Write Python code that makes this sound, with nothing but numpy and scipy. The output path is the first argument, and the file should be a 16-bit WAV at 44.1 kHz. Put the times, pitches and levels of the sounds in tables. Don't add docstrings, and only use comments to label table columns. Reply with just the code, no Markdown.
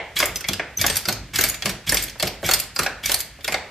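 import sys
import numpy as np
from scipy import signal
from scipy.fft import rfft, irfft
from scipy.io import wavfile
from scipy.ndimage import uniform_filter1d

SR = 44100
rng = np.random.default_rng(int(sys.argv[2]) if len(sys.argv) > 2 else 0)


def transcribe(signal):
    frames = np.atleast_2d(signal).T
    limited = np.clip(frames, -1, 1)
    pcm = np.round(limited * 32767).astype(np.int16)
    wavfile.write(sys.argv[1], SR, pcm)


def boost_factor(decibels):
    exponent = np.asarray(decibels, float) / 20
    return 10 ** exponent


N = 163170
LEAD = SR // 5


def evened(x):
    return x / np.sqrt(np.mean(x ** 2) + 1e-20)


def read(points, hz):
    f, value = np.transpose(points)
    return np.interp(np.log(hz + 1), np.log(f + 1), value)


def add(mix, s, sound):
    part = mix[..., LEAD + round(s * SR):][..., :sound.shape[-1]]
    part += sound[..., :part.shape[-1]]


def coloured(x, points):
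    hz = np.fft.rfftfreq(x.shape[-1], 1 / SR)
    return irfft(rfft(x) * boost_factor(read(points, hz)), x.shape[-1])


def ringing(modes, length):
    t = np.arange(0, length, 1 / SR)
    return sum(boost_factor(db - 60 * t / t60) * np.sin(2 * np.pi * hz * t) for hz, db, t60 in modes)


def shaken(modes, force):
    body = ringing(modes, .6)
    jolts = force * rng.standard_normal(force.size)
    return signal.fftconvolve(jolts, body / np.linalg.norm(body))[:force.size]


def paired(z, hz):
    # frequency in Hz, left-right likeness from 0 to 1.
    likeness = [(100, 1), (600, 0.93), (2500, 0.86), (5000, 0.097), (10000, 0.017)]
    same = np.clip(read(likeness, hz), 0, 1)[:, None]
    return np.array([z[0], same * z[0] + np.sqrt(1 - same ** 2) * z[1]])


def air():
    # frequency in Hz, level in dB.
    air_colour = [(24, -26), (40, 8), (784, -26), (1780, -13), (7130, -25), (12600, -33), (15000, -31.5)]
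    level_db = -44.5
    hz, _, z = signal.stft(rng.standard_normal((2, N)), SR, nperseg=1024)
    z = paired(z, hz) * boost_factor(read(air_colour, hz))[:, None]
    return boost_factor(level_db) * evened(signal.istft(z, SR, nperseg=1024)[1][:, :N])


def clacks():
    # start in seconds, peak in dB, thud share in dB, bright share in dB, strongest ring in Hz.
    first_clacks = [(.167, -13.5, -31, -18, 2200), (.189, -9, -16, -1, 5000),
                    (0.2007, -4, -11.5, -13, 3150), (.2262, -2.5, -18, -48, 2060),
                    (.2563, -8, -18, 1, 7300), (.358, -11, -23, -4.5, 7200), (.3676, -20, -38, 4, 5000),
                    (.4073, -19, -9.5, -6.5, 2720), (.4422, -16.5, -22, -21.5, 2260),
                    (.4856, -5, -17, -11.5, 1390), (.5325, -10.5, -17, -7.5, 2530),
                    (.595, -9.5, -8, -28, 2140), (.8129, -3, -22, -5.5, 1780), (.8405, -7, -8, -23, 2060),
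                    (.8641, -4.5, -24, -1, 2130), (.879, -11.5, -19, -19, 2300),
                    (.8988, -8.5, -15, -11, 5000), (.9565, -11, -22, -2, 5500), (.9672, -5.5, -35, 0, 7000),
                    (1.0537, -13, -19, -15, 5060), (1.0852, -3, -9.5, -7, 4270),
                    (1.1246, -10.5, -37, -4.5, 6900)]
    middle_clacks = [(1.3569, -8, -29, -9, 1810), (1.3864, -4, -8, -9, 2070),
                     (1.4104, -5.5, -21, 1.5, 5870), (1.4378, -2.5, -14, -5, 2260),
                     (1.486, -12, -33, 3, 8000), (1.4976, -6.5, -34, 1, 6500),
                     (1.5429, -17.5, -16, -8, 5580), (1.6222, -13.5, -24, -15.5, 1740),
                     (1.657, -4.5, -9.5, -10, 1180), (1.693, -12, -12, -7.5, 1870),
                     (1.8926, -4, -28, -7, 5150), (1.9212, -5, -2.5, -3, 1940),
                     (1.9435, -5, -7, -1.5, 1930), (1.97, -6, -47, -13.5, 2260),
                     (2.0243, -13, -41, -1, 7000), (2.036, -12, -50, 3, 3330), (2.155, -30, 1, -17, 500),
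                     (2.0812, -21.5, -27, -11, 2100), (2.096, -22, -31, -7.5, 3350),
                     (2.198, -12, -19, -10, 3330), (2.2256, -6.5, -14, -12, 2160),
                     (2.2711, -12.5, -27, -11, 2540)]
    last_clacks = [(2.4287, -16.5, 2, -11, 670), (2.462, -10, -37, -3, 2070), (2.4885, -5.5, -9, -11, 837),
                   (2.512, -3, -14, -4.5, 2940), (2.5358, -1.5, -21, -2, 4650), (2.59, -17, -46, -7, 7100),
                   (2.599, -9, -51, -3, 7440), (2.7615, -8.5, -19.5, -13.5, 4900),
                   (2.79, -4.5, -5, -9, 2320), (2.832, -13.5, -12, -8, 5140),
                   (2.8618, -6.5, -13, -18, 1550), (3.0578, -7, -40, -4.5, 8650),
                   (3.0946, -6, -9, -9.5, 2200), (3.1167, -4, -11, -0.5, 5970), (3.1417, -1, -19, -4, 4340),
                   (3.19, -19, -29, 0, 7500), (3.2033, -11.5, -51, -3, 7560), (3.3868, -35, 22, -24, 510),
                   (3.408, -32.5, -30, -17, 3330), (3.444, -12.5, -20.5, -11, 3500),
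                   (3.478, -8, -10, -12, 2080), (3.522, -11, -12, -11, 2500),
                   (3.5416, -4.5, -20.5, -23, 1890)]
    earlier_clack = (3, -11.5, -29.5, 2097)
    # frequency in Hz, level in dB.
    frame_colour = [(250, -11), (600, -4.5), (1050, -9.5), (2100, 0.5), (5000, -2.5), (10200, -12),
                    (12700, -10.5), (15500, -23.5)]
    # frequency in Hz, time to fall 60 dB in seconds.
    ring_time = [(300, 0.066), (800, 0.056), (1800, 0.052), (5000, 0.029), (15000, 0.031)]
    # frequency in Hz, lift in dB.
    bars = [(608, 4.5), (780, 3), (1397, 7.5), (1652, 8), (1810, 4.5), (2073, 7.5), (2609, 6), (3330, 8),
            (5075, 8.5), (5900, 5), (7000, 9.5), (12400, 6)]
    # frequency in Hz, spread in radians.
    phase_spread = [(1000, 0.3), (3500, 0.7), (6500, 1.12), (12000, 2.15)]
    split_low_hz, split_high_hz = 1570, 3620
    usual_thud_db, usual_bright_db = -22.5, -11
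    mode_spread_db, patch_db = 3, 2.5
    strongest_db, strongest_width = 6.5, 0.084
    thud_rise_turns, soft_s = 2.18, 0.00049
    snap_db, snap_s = 3, 0.0023
    crack_db, crack_s, clack_db = -6.5, 0.0025, -2
    rattle_s, rattle_db, rattle_fade_db = .009, -3, 11.5
    onset_s, onset_db = 0.01, -20

    out, t = np.zeros((2, N + LEAD)), np.arange(3072) / SR
    drawn_hz = 260 + 15300 * np.sort(rng.random(400)) ** 1.4
    hz, lift_db = drawn_hz.copy(), np.zeros(400)
    for bar_hz, db in bars:
        nearest = np.argmin(abs(drawn_hz - bar_hz))
        hz[nearest] += bar_hz - drawn_hz[nearest]
        lift_db[nearest] += db
    t60 = read(ring_time, hz)
    modes = np.exp(np.outer(2j * np.pi * hz - np.log(1000) / t60, t))
    modes *= 1 - np.exp(-np.outer(hz, t) / thud_rise_turns)
    modes *= (1 - np.exp(-t / soft_s)) * boost_factor(snap_db * np.exp(-t / snap_s))
    low = 1 / (1 + (hz / split_low_hz) ** 4)
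    high = 1 / (1 + (split_high_hz / hz) ** 4)
    usual_db = read(frame_colour, hz) + lift_db + 10 * np.log10(hz ** 0.12 / t60)

    table = [(-.1, *earlier_clack), *first_clacks, *middle_clacks, *last_clacks]
    for s, peak_db, thud_db, bright_db, ring_hz in table:
        luck, turn, patch = rng.standard_normal((3, hz.size))
        db = usual_db + mode_spread_db * luck * (1 + high)
        db += patch_db * (1 - 0.81 * low) * evened(uniform_filter1d(patch, size=14))
        db += low * (thud_db - usual_thud_db)
        db += high * (hz / 6000) ** 0.83 * (bright_db - usual_bright_db)
        db += strongest_db * np.exp(-(np.log(hz / ring_hz) / strongest_width) ** 2)
        side = np.exp(.5j * turn * read(phase_spread, hz))
        size = boost_factor(db) * np.exp(2j * np.pi * rng.random(hz.size))
        ring = (np.array([size * side, size / side]) @ modes).real
        ring = ring / np.sqrt(np.mean(ring[:, :200] ** 2))
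        crack = evened(coloured(rng.standard_normal(t.size), frame_colour)) * np.exp(-t / crack_s)
        blow = ring + boost_factor(crack_db + min(bright_db - usual_bright_db, 0)) * crack

        when, hard = rng.random((2, 8))
        blows = np.zeros(1024)
        places = np.clip(when * rattle_s * SR, 1, 1023).astype(int)
        blows[places] = boost_factor(rattle_db - rattle_fade_db * when) * (2 * hard - 1)
        blows[0] = 0.62 + 0.22 * hard[0]
        rattled = signal.fftconvolve(blow, blows[None], axes=1)
        add(out, s, boost_factor(peak_db + clack_db) * rattled / abs(rattled.mean(0)).max())

        onset = evened(np.diff(rng.standard_normal((2, 801)))) * np.exp(-t[799::-1] / onset_s)
        add(out, s - 800 / SR, boost_factor(peak_db + onset_db + .5 * min(bright_db, 0)) * onset)
    return out


def strokes():
    # start in seconds, length in seconds, scrape in dB, boom in dB, thump in dB.
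    pedal_strokes = [(0.155, 0.098, -27, -39, -48), (0.488, 0.04, -46, -43.5, -32.5),
                     (0.778, 0.23, -33.5, -33, -42), (1.076, 0.031, -26, -40, -31.5),
                     (1.332, 0.16, -29.5, -37.5, -48), (1.649, 0.073, -33, -42.5, -30),
                     (1.862, 0.17, -31, -44.5, -57), (2.233, 0.061, -36, -46.5, -31.5),
                     (2.434, 0.117, -29, -46, -39), (2.797, 0.064, -34, -49, -34),
                     (3.028, 0.12, -31, -46, -48), (3.487, 0.078, -42, -53, -40.5)]
    # frequency in Hz, level in dB.
    scrape_colour = [(150, -34), (250, -21), (2280, 4), (8320, -2), (10200, -8.5), (12600, -4.5),
                     (15500, -11)]
    # frequency in Hz, level in dB, time to fall 60 dB in seconds.
    car_modes = [(49.4, -1.5, 0.57), (95, -3.5, 0.27)]
    floor_modes = [(140.5, -3.5, 0.12), (195.5, 7, 0.079), (347.5, 2.5, 0.055)]
    scrape_edge_s, boom_s, thump_s = 0.011, 0.082, 0.025
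    grit_db, grit_per_s = 1, 1800

    t = np.arange(-LEAD, N) / SR
    travel, load, jolt = np.zeros((3, t.size))
    for s, length, scrape_db, boom_db, thump_db in pedal_strokes:
        since = np.maximum(t - s, 0)
        inside = np.minimum(t - s, s + length - t)
        travel += boost_factor(scrape_db) * np.clip(inside / scrape_edge_s, 0, 1)
        load += boost_factor(boom_db) * since / boom_s * 5 * np.exp(-2 * since / boom_s)
        jolt += boost_factor(thump_db) * (t > s) * np.exp(-since / thump_s)
    grain = boost_factor(grit_db * np.minimum(rng.exponential(1, t.size), 4))
    grit = grain * (rng.random(t.size) < grit_per_s / SR)
    chatter = np.sqrt(abs(signal.lfilter([1], [1, -.985], grit ** 2)))
    scrape = travel * evened(coloured(chatter * rng.standard_normal(t.size), scrape_colour))
    return scrape + 2 * shaken(car_modes, load) + 2 * shaken(floor_modes, jolt)


def take_ups():
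    # start in seconds, creak in dB, heave in dB.
    slack_ends = [(0.165, -27.5, -45), (.791, -31.5, -21.5), (1.335, -33.5, -24.5), (1.8724, -31.5, -20.5),
                  (2.4406, -29.5, -21.5), (3.036, -33, -34)]
    # frequency in Hz, level in dB, time to fall 60 dB in seconds.
    lever_modes = [(3330, 7.5, 0.017), (2268, 0, 0.078), (1696, -8, 0.12), (5000, -9.5, 0.049)]
    tyre_modes = [(50.4, -8.5, 0.83), (95, 2, 0.1), (152.5, -3, .12)]
    creak_s, heave_rise_s = 0.02, 0.0076

    t = np.arange(-LEAD, N) / SR
    strain, out = np.zeros((2, t.size))
    heave = ringing(tyre_modes, .6)
    heave = heave * (1 - np.exp(-np.arange(heave.size) / SR / heave_rise_s))
    for s, creak_db, heave_db in slack_ends:
        strain += boost_factor(creak_db) * (t > s) * np.exp(-np.maximum(t - s, 0) / creak_s)
        add(out, s, boost_factor(heave_db) * heave)
    return out + 2 * shaken(lever_modes, strain)


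def squeak():
    # start in seconds, level in dB.
    chirps = [
        (0.7724, -15),
        (0.7804, -21),
    ]
    pitch_hz, sag_hz_per_s, width_s, octave_db = 6190, 13700, 0.0031, -9.5
    swell, t = np.zeros(N + LEAD), np.arange(1200) / SR
    since = np.arange(-LEAD, N) / SR - chirps[0][0]
    turns = 2 * np.pi * (pitch_hz * since - .5 * sag_hz_per_s * since ** 2)
    for s, db in chirps:
        add(swell, s - .003, boost_factor(db) * np.exp(-(t / width_s - 2) ** 2))
    return swell * (np.sin(turns) + boost_factor(octave_db) * np.cos(2 * turns))


def pings():
    # start in seconds, level in dB.
    drops = [(0.8985, -22.5), (1.437, -21.5), (1.9707, -24), (2.5396, -24), (3.1406, -24.5)]
    # frequency in Hz, level in dB, time to fall 60 dB in seconds.
    pawl_modes = [(4533, -5, .24), (8515, 0, .135), (13870, -11, .1)]
    out = np.zeros(N + LEAD)
    for s, db in drops:
        add(out, s, boost_factor(db) * ringing(pawl_modes, 0.28))
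    return out


def garage(x):
    # frequency in Hz, time to fall 60 dB in seconds.
    echo_time = [(100, 0.19), (500, 0.55), (2500, 0.46), (7700, 0.36), (14000, 0.17)]
    # frequency in Hz, echo level in dB.
    echo_colour = [(100, -3), (2000, -5), (7000, -6.5), (14000, -6.5)]
    hop = 128
    hz, _, z = signal.stft(x, SR, nperseg=512, noverlap=512 - hop)
    power = uniform_filter1d(abs(z) ** 2, size=5, axis=0)
    keep = boost_factor(-120 * hop / SR / read(echo_time, hz))
    stored = np.array([signal.lfilter([0, 0, 1 - k], [1, -k], row) for k, row in zip(keep, power)])
    waves = signal.stft(rng.standard_normal((2, x.size)), SR, nperseg=512, noverlap=512 - hop)[2]
    field = paired(waves / np.sqrt(np.mean(abs(waves) ** 2)), hz)
    field = field * np.sqrt(abs(stored)) * boost_factor(read(echo_colour, hz))[:, None]
    return signal.istft(field, SR, nperseg=512, noverlap=512 - hop)[1][:, :x.size]


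def scene():
    dolly = clacks() + pings() + strokes() + take_ups() + squeak()
    return (dolly + garage(dolly.mean(0)))[:, LEAD:] + air()


def gated(x):
    # frequency in Hz, level in dB.
    gate = [(8500, -47), (10000, -14.5), (14000, -27.5), (15500, 1)]
    edge_hz = 16000
    hz, _, z = signal.stft(x, SR, nperseg=1024)
    power = (abs(z) ** 2).mean(0)
    bands = np.repeat(power[:512].reshape(32, 16, -1).mean(1), 16, axis=0)
    bands = np.vstack([bands, bands[-1:]])
    under_db = 10 * np.log10((bands + 1e-20) / (power.mean(0) + 1e-20))
    kept = np.clip(under_db - read(gate, hz)[:, None], 0, 1) * (hz < edge_hz)[:, None]
    return signal.istft(z * kept, SR, nperseg=1024)[1][:, :N]


def band_limit(x):
    return signal.sosfilt(signal.butter(12, 16250, fs=SR, output="sos"), x)


def record(dry):
    low_cut_hz, full_scale, left_db = 53.3, .95, -.7
    low_cut = signal.butter(N=3, Wn=low_cut_hz, btype="high", fs=SR, output="sos")
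    cut = signal.sosfilt(low_cut, dry)
    limited = cut / (1 + (cut / full_scale) ** 4) ** 0.21
    mix = gated(limited) * boost_factor([[left_db / 2], [-left_db / 2]])
    return band_limit(mix)


dry = scene()
out = record(dry)
transcribe(out)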